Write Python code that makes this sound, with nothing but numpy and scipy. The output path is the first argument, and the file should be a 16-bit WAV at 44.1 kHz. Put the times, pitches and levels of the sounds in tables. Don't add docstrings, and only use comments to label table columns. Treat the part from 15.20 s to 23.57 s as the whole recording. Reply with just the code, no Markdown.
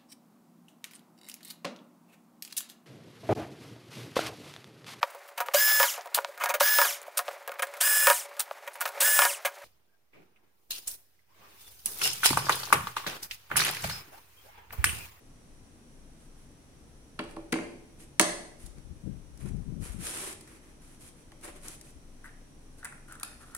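import sys
import numpy as np
from scipy import signal
from scipy.fft import rfft, irfft, next_fast_len
from scipy.io import wavfile
from scipy.ndimage import uniform_filter1d

SR = 44100
rng = np.random.default_rng(int(sys.argv[2]) if len(sys.argv) > 2 else 0)


def to_wav(sig):
    pcm = np.clip(np.atleast_2d(sig), -1, 1) * 32767
    pcm = np.round(pcm).astype(np.int16)
    wavfile.write(sys.argv[1], SR, pcm.T)


N = 369116

# (relative, per Hz)
QUIET = [(20, 10), (32, -7.5), (44, -13.5), (60, -5.5), (95, -14), (155, -7), (195, -25.5), (250, -2.5),
         (300, -16.5), (420, -19), (700, -25), (1400, -30), (3500, -35), (7000, -38.5), (13000, -37),
         (16000, -45.5)]
# start_s, hold_s, hiss_db, wall_db
RUBS = [(1.0, .06, -69, -100), (1.18, 0.062, -69, -96), (2.09, 0.037, -66, -84), (2.8, 0.035, -56.5, -71),
        (3.4, 0.073, -59, -73), (3.57, 0.023, -80, -66), (4.205, 0.025, -59, -62.5),
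        (4.262, 0.031, -60, -58), (4.62, 0.0084, -55.5, -77), (4.64, 0.033, -49, -58.5),
        (4.69, .02, -62, -62), (4.725, 0.01, -55, -70), (4.76, 0.03, -64, -67), (5.275, 0.095, -62, -63.5),
        (5.43, 0.093, -69, -67.5), (5.62, 0.13, -63.5, -72), (5.81, 0.079, -56, -89),
        (5.98, 0.041, -67.5, -73), (6.24, 0.016, -47, -52), (6.28, 0.02, -56, -53.5),
        (6.36, 0.0096, -57, -57.5), (6.435, 0.0078, -54, -77), (6.455, 0.033, -51.5, -56.5),
        (6.51, 0.04, -53, -79), (6.65, 0.049, -60.5, -77.5)]
# time_s, hiss_db, wall_db
DRAGGING = [(4.785, -54, -63), (4.82, -46.5, -66), (4.855, -39, -63), (4.876, -38.5, -75), (4.92, -42, -63),
            (4.97, -40.5, -51.5), (5.03, -41, -55.5), (5.081, -43.5, -50), (5.129, -46.5, -56.5),
            (5.17, -73, -70)]
# start_s, hold_s, hiss_db, cup_db, cup_air_hz
SLIDES = [(7.047, 0.018, -63, -62, 1983), (7.089, 0.023, -87, -62.5, 1810),
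          (7.586, 0.013, -60.5, -72.5, 1490), (7.641, 0.024, -66, -48, 1593),
          (7.888, 0.044, -62.5, -58.5, 1450), (7.918, 0.04, -76.5, -57, 1445),
          (7.998, 0.04, -73, -60, 1444), (8.083, 0.053, -87, -61, 1498), (8.209, 0.022, -59.5, -56.5, 1354),
          (8.264, 0.058, -64.5, -61.5, 1350), (8.352, 0.016, -64, -50, 1454)]
# (relative, per Hz)
HISS = [(1500, -1.5), (2500, -0.5), (4000, -4), (6000, -3), (8000, -1), (11000, 3), (13500, -2),
        (16000, -16)]
# (relative, per Hz)
DRAG = [(120, -42), (200, -11.5), (346, -13.5), (379, 17), (531, -37), (1130, -15), (1320, -14.5),
        (2440, -16.5), (4500, -60), (5850, -65.5), (9900, -120)]
# start_s, tick_db, steel_db, clip_db, edge_db, wall_db, hollow_db, left_minus_right_db
KNOCKS = [(1.9907, -44, -44, -33.5, -25, -41, -36.5, 0.5), (1.9925, -63, -53, -26, -39, -29, -60, -3.5),
          (1.9955, -62, -52, -29, -45, -26, -57, 2), (2.003, -60, -62, -43, -37, -40, -61, -2),
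          (2.010, -51, -56, -51, -52, -50, -39.5, 3), (2.039, -51, -66, -47, -42, -40, -42, 1),
          (2.048, -58, -62, -53, -55, -38, -52, -5), (2.11, -49, -65, -62, -64, -63, -70, -3),
          (2.165, -52, -65, -44.5, -46, -28, -39, -0.5), (2.1852, -68, -70, -66, -66, -42, -55, -2),
          (2.3224, -32, -51, -46, -32, -52, -30.5, 6), (2.3242, -47, -54, -26, -36, -32, -35.5, 5),
          (2.3262, -26.5, -38, -24.5, -20, -26.5, -25, 1.5),
          (2.3302, -55, -60, -31, -26.5, -23.5, -35.5, 1), (2.340, -41, -49, -27.5, -25.5, -51, -54.5, 0.5),
          (2.3547, -57, -56, -42, -35, -23, -35.5, -2), (2.387, -59, -57, -44, -31.5, -35, -34.5, 0),
          (2.803, -50, -67, -53, -62, -78, -57, 2), (2.996, -9.5, -10, -9.5, -8, -15.5, -24.5, -3),
          (2.9992, -33, -28, -22.5, -20, -14.5, -69, -5), (3.0035, -34, -22, -20, -25, -16.5, -39.5, -4),
          (3.0115, -18.5, -27.5, -31, -40, -47, -70, -12), (3.0155, -28, -27.5, -32, -45, -38, -67, 0),
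          (3.025, -26, -29.5, -29, -30, -31, -35.5, 4), (3.4625, -39.5, -75, -74, -69.5, -55, -65.5, 4),
          (3.583, -61, -56, -68, -68.5, -71, -76, 13.5), (4.1748, -51, -58, -60.5, -61, -79, -61.5, 9),
          (4.259, -50, -55, -60.5, -50, -48, -72, -6), (4.287, -48, -62, -70.5, -70, -66.5, -73.5, 4),
          (4.367, -59, -64, -79, -69, -72, -72, -5), (4.8683, -29.5, -33, -37, -37, -43, -54, 1),
          (5.2095, -42, -56, -52, -56, -57, -59, 2.5), (5.2754, -50, -64, -65, -51, -78, -59, 1),
          (6.119, -53, -62, -47.5, -47, -44.5, -59, 2.5), (6.2118, -50, -69, -72, -71, -68, -73, 3),
          (6.235, -47, -57, -54, -54, -53, -53, 2), (6.2461, -40.5, -63, -66, -61, -38, -57, -2),
          (6.2835, -53, -52, -47, -47, -40, -64, 0.5), (6.415, -53, -70, -72, -73, -75, -75, 0),
          (6.4827, -30, -64, -67, -52, -63, -68, 1), (6.612, -41.5, -52, -56, -52.5, -55, -59.5, 3),
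          (6.7055, -51, -79, -73.5, -68, -79, -64, 3)]
# start_s, level_db
THUDS = [(1.998, -42), (2.17, -50), (2.327, -27.5), (2.36, -39), (3.0, -24.5), (3.022, -38)]
# start_s, hold_s, throb_db, flutter_db
GUSTS = [(3.44, 0.064, -51, -57), (3.55, 0.0083, -54, -61), (3.585, 0.0076, -52, -54.5),
         (3.65, .02, -49, -60), (3.705, 0.0096, -52, -48), (3.76, 0.017, -52, -65),
         (3.845, 0.011, -52, -46), (3.868, 0.019, -47, -35), (3.925, .012, -44, -49.5),
         (3.97, 0.011, -58, -53), (4.02, 0.14, -53, -63), (4.195, 0.0092, -52, -50),
         (4.242, 0.012, -36.5, -36.5), (4.285, .006, -50, -47), (4.318, 0.01, -38, -40.5),
         (4.345, 0.038, -43.5, -42), (4.405, 0.015, -43, -51), (4.475, 0.057, -46, -40),
         (4.56, 0.023, -46.5, -45), (4.6, 0.032, -42, -42.5), (4.7, 0.015, -41, -62),
         (4.748, 0.0056, -49, -42.5), (4.79, 0.015, -50, -42.5), (4.83, .008, -46, -68),
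         (6.766, 0.0065, -53.5, -72)]
# start_s, tick_db, rim_db, cup_db, cup_air_hz, left_minus_right_db
TAPS = [(7.043, -54, -62.5, -42, 1557, 5), (7.05, -54.5, -65, -45, 1535, -1),
        (7.0561, -52.5, -68, -40, 1575, 9), (7.062, -52, -64, -44, 1480, 0),
        (7.072, -61, -66.5, -50, 1470, 1), (7.078, -58, -56, -49, 1560, 4),
        (7.629, -56, -55, -38.5, 1477, 5), (7.6463, -28, -54, -34.5, 1606, 2),
        (7.6525, -36, -39, -33.5, 1536, -1), (7.656, -44, -44, -43, 1500, 1),
        (7.7238, -50, -67, -42, 1496, 5), (7.7805, -67, -72, -50, 1550, 2), (7.882, -51, -70, -52, 1470, 4),
        (7.9026, -60, -77, -53.5, 1460, 2), (7.9235, -36.5, -62, -50, 1390, 6),
        (7.953, -45, -63, -53, 1452, 2), (7.998, -38, -46, -53, 1490, 3), (8.0101, -44, -57, -41, 1400, 3),
        (8.0316, -22.5, -28, -33.5, 1274, 4.5), (8.048, -39, -40, -58, 1334, -1),
        (8.05, -47, -52, -58, 1320, 0), (8.085, -60, -60, -59, 1420, 0), (8.114, -60, -60, -52, 1510, 6),
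        (8.212, -58, -68, -50, 1390, 6), (8.242, -72, -72, -50, 1270, 2), (8.275, -66, -72, -57, 1332, 2),
        (8.297, -68, -70, -53, 1307, 2), (8.323, -67, -78, -55, 1300, 0), (8.349, -26, -44.5, -38, 1436, 2),
        (8.358, -45, -62, -56, 1500, 0), (8.3645, -35, -68, -68, 1490, -3)]

MODE_SCALE = 0.96
# base_hz, level_db, t60_s
STEEL = [(5190, 2.5, 0.0056), (5640, -14.5, 0.012), (6550, 4, 0.0039), (7500, -18, 0.0058),
         (8500, -12, 0.013), (9400, -2, 0.0057), (10020, -8, 0.0097)]
# base_hz, level_db, t60_s
CLIP = [(2754, -9, 0.0082), (2848, 3.5, 0.0079), (3200, 7.5, 0.0035), (3920, -10, 0.0058),
        (4100, -35, 0.0041), (4650, -2, 0.0059)]
# base_hz, level_db, t60_s
EDGE = [(1439, 6, 0.011), (1610, -4, 0.005), (1816, 7.5, 0.01), (2110, 2, 0.012), (2370, -0.5, 0.015)]
# base_hz, level_db, t60_s
WALL = [(607.7, -4, 0.044), (712, -2.5, 0.015), (824, -1.5, 0.022), (965, -5, 0.022), (1115, -6, 0.03045),
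        (1233, -6.5, .012)]
# base_hz, level_db, t60_s
HOLLOW = [(262.3, 10.5, 0.028), (292, -5.5, 0.16), (336.7, 4, 0.3), (360.2, -5, 0.22), (404, 1, 0.069),
          (476, -1.5, 0.042)]
# base_hz, level_db, t60_s
BOARDS = [(148, -20, 0.05), (182, 2, 0.11), (225, -3.5, 0.072)]
# base_hz, level_db, t60_s
RIM = [(2590, 3.5, 0.0077), (2970, -6, 0.0019), (3660, 4, 0.0047), (3990, 1, 0.0069), (4760, -5, .005),
       (5050, 3, 0.0044)]
# multiple of cup_air_hz, level_db, t60_s
CUP = [(0.598, -19, 0.091), (.75, -3.5, 0.022), (0.869, 9.5, 0.0054), (1.0, 12.5, 0.011), (1.12, 1, 0.011),
       (1.27, -4, 0.036)]

# pitch_hz, t60_s, echo_energy_db
ROOM = [(99, 0.55, -0.5), (293, 1, -8.5), (618, 0.71, 5.5), (1170, 0.49, -2), (2326, 0.67, -1.5),
        (3140, 0.49, 2), (4360, 0.61, 0), (5430, 0.55, -1), (8320, 0.56, -2), (11000, 0.56, -3.5),
        (13200, 0.45, -16.5)]
# pitch_hz, left_minus_right_db
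LEAN = [(60, 2.5), (110, 2.0), (200, -0.5), (380, 1.5), (700, 3), (1290, -0.5), (2380, 0.5), (4400, 0),
        (8120, -2.5), (15000, 5.5)]
# pitch_hz, left_right_correlation
LIKENESS = [(60, 0.92), (180, 0.93), (550, 0.43), (1650, -0.018), (4970, -0.067), (15000, 0.031)]
EDGES_HZ = 20 * 2 ** np.arange(0, 10.1, 1 / 3)
SIDES = np.array([[.5], [-.5]])
CROWD = np.array([-1, 0, 1])

QUIET_DB = -53
THIN_HISS_HZ, THIN_HISS_WIDTH_HZ, THIN_HISS_DB = 5840, 460, -74
STROKE_RISE_DB_S, STROKE_FALL_DB_S = 900, 542
GUST_RISE_DB_S, GUST_FALL_DB_S = 800, 384
FLUTTER_EVEN_S = 0.029
LEFT_LATE_NEAR_SAMPLES, LEFT_LATE_FAR_SAMPLES = 5, -4
REACH_OVER_S = 4.5
APART_HZ = 7000
BLUR_FROM_HZ, BLUR_RMS_HZ = 690, 260
TREBLE_PEAK_HZ, TREBLE_PEAK_WIDTH_HZ, TREBLE_PEAK_DB = 9220, 2360, -3
TREBLE_DROP_HZ, TREBLE_DROP_DB = 11600, -10
CUTOFF_HZ = 15900


def from_db(db):
    return 10 ** (np.asarray(db) / 20)


def rms_one(x):
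    return x / np.sqrt(np.mean(x ** 2) + 1e-20)


def at_hz(points, hz):
    points = np.array(points)
    return np.interp(np.log(hz), np.log(points[:, 0]), points[:, 1])


def band(x, low_hz, high_hz, order=2):
    sos = signal.butter(order, [low_hz, high_hz], "band", fs=SR, output="sos")
    return signal.sosfilt(sos, x + 1e-18)


def stereo_bands(size):
    white = rng.standard_normal((2, 2, size))
    for k, (low_hz, high_hz) in enumerate(zip(EDGES_HZ, EDGES_HZ[1:])):
        mid, side = band(white[k % 2], low_hz, high_hz)
        hz = np.sqrt(low_hz * high_hz)
        alike = np.clip(at_hz(LIKENESS, hz), -1, 1)
        yield hz, np.sqrt(1 + alike) * mid + np.sqrt(1 - alike) * side * 2 * SIDES


def coloured(bands, spectrum):
    total = 0
    for hz, noise in bands:
        total = total + from_db(at_hz(spectrum, hz) + SIDES * at_hz(LEAN, hz)) * noise
    return rms_one(total)


def quiet():
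    low_hz = THIN_HISS_HZ - THIN_HISS_WIDTH_HZ / 2
    high_hz = THIN_HISS_HZ + THIN_HISS_WIDTH_HZ / 2
    thin_hiss = rms_one(band(rng.standard_normal((2, N)), low_hz, high_hz))
    room_noise = coloured(stereo_bands(size=N), QUIET)
    return from_db(QUIET_DB) * room_noise + from_db(THIN_HISS_DB) * thin_hiss


def swells(rows, rise_db_s, fall_db_s):
    t, gains = np.arange(N) / SR, np.zeros((2, N))
    for s, hold_s, *db in rows:
        near = slice(int(max(s - .3, 0) * SR), int((s + hold_s + .4) * SR))
        before_db = rise_db_s * (s - t[near])
        after_db = fall_db_s * (t[near] - s - hold_s)
        loss_db = np.maximum(np.maximum(before_db, after_db), 0)
        gains[:, near] += from_db(np.array(db[:2])[:, None] - loss_db)
    return gains


def drag_gains():
    t = np.arange(N) / SR
    s, *columns = np.transpose(DRAGGING)
    fade = np.clip(np.minimum(t - s[0], s[-1] + .01 - t) / .02, 0, 1)
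    return np.array([fade * from_db(np.interp(t, s, db)) for db in columns])


def cup_friction():
    s, *_, cup_hz = np.transpose(SLIDES)
    turns = np.cumsum(np.interp(np.arange(N) / SR, s, cup_hz)) / SR
    catches = rng.standard_normal(N) * np.exp(2j * np.pi * rng.random(N))
    catches = catches * (rng.random(N) < 800 / SR)
    dying = signal.lfilter([1], [1, -np.exp(-np.pi * 210 / SR)], catches)
    ring = rms_one(np.real(dying * np.exp(2j * np.pi * turns)))
    return np.array([np.roll(ring, LEFT_LATE_FAR_SAMPLES), ring])


def rubbing():
    bands = list(stereo_bands(size=N))
    hiss, wall = swells(RUBS, STROKE_RISE_DB_S, STROKE_FALL_DB_S) + drag_gains()
    cap_hiss, cup = swells(SLIDES, STROKE_RISE_DB_S, STROKE_FALL_DB_S)
    grain = from_db(2.6 * rms_one(band(rng.standard_normal(N), 25, 700, order=1)))
    friction = (hiss + cap_hiss) * coloured(bands, HISS)
    wall_noise = wall * coloured(bands, DRAG)
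    return grain * (friction + wall_noise) + cup * cup_friction()


def blurred(x):
    size = next_fast_len(N)
    hz = np.fft.rfftfreq(size, 1 / SR)
    share = 1 / (1 + (BLUR_FROM_HZ / (hz + 1)) ** 4)
    high = signal.hilbert(irfft(rfft(x, size) * share, size))[:N]
    wobble_hz = BLUR_RMS_HZ * rms_one(band(rng.standard_normal(N), 40, 360, order=1))
    wobbling = np.real(high * np.exp(2j * np.pi * np.cumsum(wobble_hz) / SR))
    return x - high.real + wobbling


def room(x):
    t, tail = np.arange(SR) / SR, 0
    for hz, noise in stereo_bands(size=SR):
        t60_s = at_hz(ROOM, hz)
        echo_db = at_hz(np.array(ROOM)[:, ::2], hz)
        per_energy = np.sqrt(np.log(1000) / t60_s / SR)
        tail = tail + noise * from_db(echo_db - 60 * t / t60_s) * per_energy
    tail = tail * np.clip(t / 0.00067, 0, 1)
    return signal.fftconvolve(blurred(x.mean(axis=0))[None], tail, axes=1)[:, :N]


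def at_ports(s, db, pan_db, late_samples):
    clicks, at = np.zeros((2, N)), np.round(s * SR).astype(int)
    clicks[0, at + late_samples], clicks[1, at] = from_db(db + SIDES * pan_db)
    return clicks + 1e-18


def ticks(s, db, pan_db, late_samples, decay_s, low_hz):
    clicks = at_ports(s, db, pan_db, late_samples)
    dying = signal.lfilter([1], [1, -np.exp(-1 / (decay_s * SR))], clicks)
    shared, *own = rng.standard_normal((3, N))
    noise = rms_one(np.array([np.roll(shared, late_samples), shared]) + 1.5 * np.array(own))
    sos = signal.butter(3, low_hz, "high", fs=SR, output="sos")
    return signal.sosfilt(sos, dying * noise)


def strike(s, db, pan_db, modes, late_samples, spacing, crowd_db, rise_s, scale=MODE_SCALE):
    hz, mode_db, t60_s = np.repeat(np.transpose(modes), len(CROWD), axis=1)[:, :, None]
    luck = rng.standard_normal((len(s), 3, len(hz), 1))
    t, out = np.arange(int(t60_s.max() * SR) + 1) / SR, np.zeros((2, N + SR))
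    place = np.tile(CROWD, len(modes))[:, None]
    swell = 1 - np.exp(-t / rise_s)
    signs = (-1.) ** np.arange(len(hz))[:, None]
    starts, scales = np.round(s * SR).astype(int), scale + 0 * s
    for at, level_db, lean_db, times, (loud, shift, skew) in zip(starts, db, pan_db, scales, luck):
        turns = hz * times * (1 + spacing * (place + shift / 5)) * t
        ring_db = level_db + mode_db + crowd_db * abs(place) + 1.5 * loud - 60 * t / t60_s
        heights = signs * from_db(ring_db)
        phase = 2 * np.pi * turns + SIDES[:, :, None] * skew * hz / APART_HZ
        ring = np.sum(heights * np.sin(phase), axis=1)
        left, right = from_db(SIDES * lean_db) * swell * ring
        out[0, at + late_samples:at + late_samples + len(t)] += left
        out[1, at:at + len(t)] += right
    return out[:, :N]


def case(rows, late):
    s, tick_db, steel_db, clip_db, edge_db, wall_db, hollow_db, pan_db = np.transpose(rows)
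    return (ticks(s, tick_db, pan_db, late, decay_s=0.0035, low_hz=4250)
            + strike(s, steel_db, pan_db, STEEL, late, spacing=0.026, crowd_db=-1.5, rise_s=0.00014)
            + strike(s, clip_db, pan_db, CLIP, late, spacing=0.043, crowd_db=-1, rise_s=0.00019)
            + strike(s, edge_db, pan_db, EDGE, late, spacing=0.049, crowd_db=-6.5, rise_s=0.00033)
            + strike(s + 0.0017, wall_db, pan_db, WALL, late,
                     spacing=0.055, crowd_db=-9.5, rise_s=0.00037)
            + strike(s + 0.00347, hollow_db, pan_db, HOLLOW, late,
                     spacing=0.0066, crowd_db=-20, rise_s=0.0011))


def boards():
    s, db = np.transpose(THUDS)
    return strike(s, db, np.zeros(len(s)), BOARDS, LEFT_LATE_NEAR_SAMPLES,
                  spacing=0.028, crowd_db=-16.0, rise_s=0.0014)


def buffet():
    throb_gain, flutter_gain = swells(GUSTS, GUST_RISE_DB_S, GUST_FALL_DB_S)
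    white = rng.standard_normal((3, N))
    lumps = from_db(3.2 * rms_one(band(white[2], 22.6, 31.3, order=1)))
    throb = rms_one(band(white[0], 27.7, 75.0))
    flutter = rms_one(band(lumps * band(white[1], 99, 203), 94, 555, order=3))
    power = uniform_filter1d(flutter ** 2, size=int(FLUTTER_EVEN_S * SR))
    flutter = flutter / np.sqrt(power + 0.27)
    pressure = band(throb_gain * throb + flutter_gain * flutter, 6.4, 1200)
    return pressure * from_db([[6.0], [-30]])


def cap():
    s, tick_db, rim_db, cup_db, cup_hz, pan_db = np.transpose(TAPS)
    late = LEFT_LATE_FAR_SAMPLES
    return (ticks(s, tick_db, pan_db, late, decay_s=0.0032, low_hz=7500)
            + strike(s, rim_db, pan_db, RIM, late, spacing=0.054, crowd_db=-3, rise_s=0.00012)
            + strike(s, cup_db, pan_db, CUP, late,
                     spacing=0.022, crowd_db=-14.0, rise_s=0.0006, scale=cup_hz))


def scene():
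    knocks = np.array(KNOCKS)
    far = knocks[:, 0] > REACH_OVER_S
    near_knocks = case(knocks[~far], LEFT_LATE_NEAR_SAMPLES)
    far_knocks = case(knocks[far], LEFT_LATE_FAR_SAMPLES)
    blows = near_knocks + far_knocks + boards() + cap()
    blows = band(blows, 93.8, 17900)
    rub = rubbing()
    echoes = room(blows + from_db(-2.0) * rub)
    return blows + echoes + rub + buffet() + quiet()


def record(dry):
    low_hz = TREBLE_PEAK_HZ - TREBLE_PEAK_WIDTH_HZ / 2
    high_hz = TREBLE_PEAK_HZ + TREBLE_PEAK_WIDTH_HZ / 2
    x = dry + from_db(TREBLE_PEAK_DB) * band(dry, low_hz, high_hz, order=1)
    hz = np.fft.rfftfreq(N, 1 / SR)
    drop_db = TREBLE_DROP_DB / (1 + np.exp((TREBLE_DROP_HZ - hz) / 300))
    x = irfft(rfft(x) * from_db(drop_db), N)
    sos = signal.cheby2(12, 60, CUTOFF_HZ + 900, fs=SR, output="sos")
    return signal.sosfilt(sos, np.clip(x, -.85, .85))


dry = scene()
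out = record(dry)
to_wav(out)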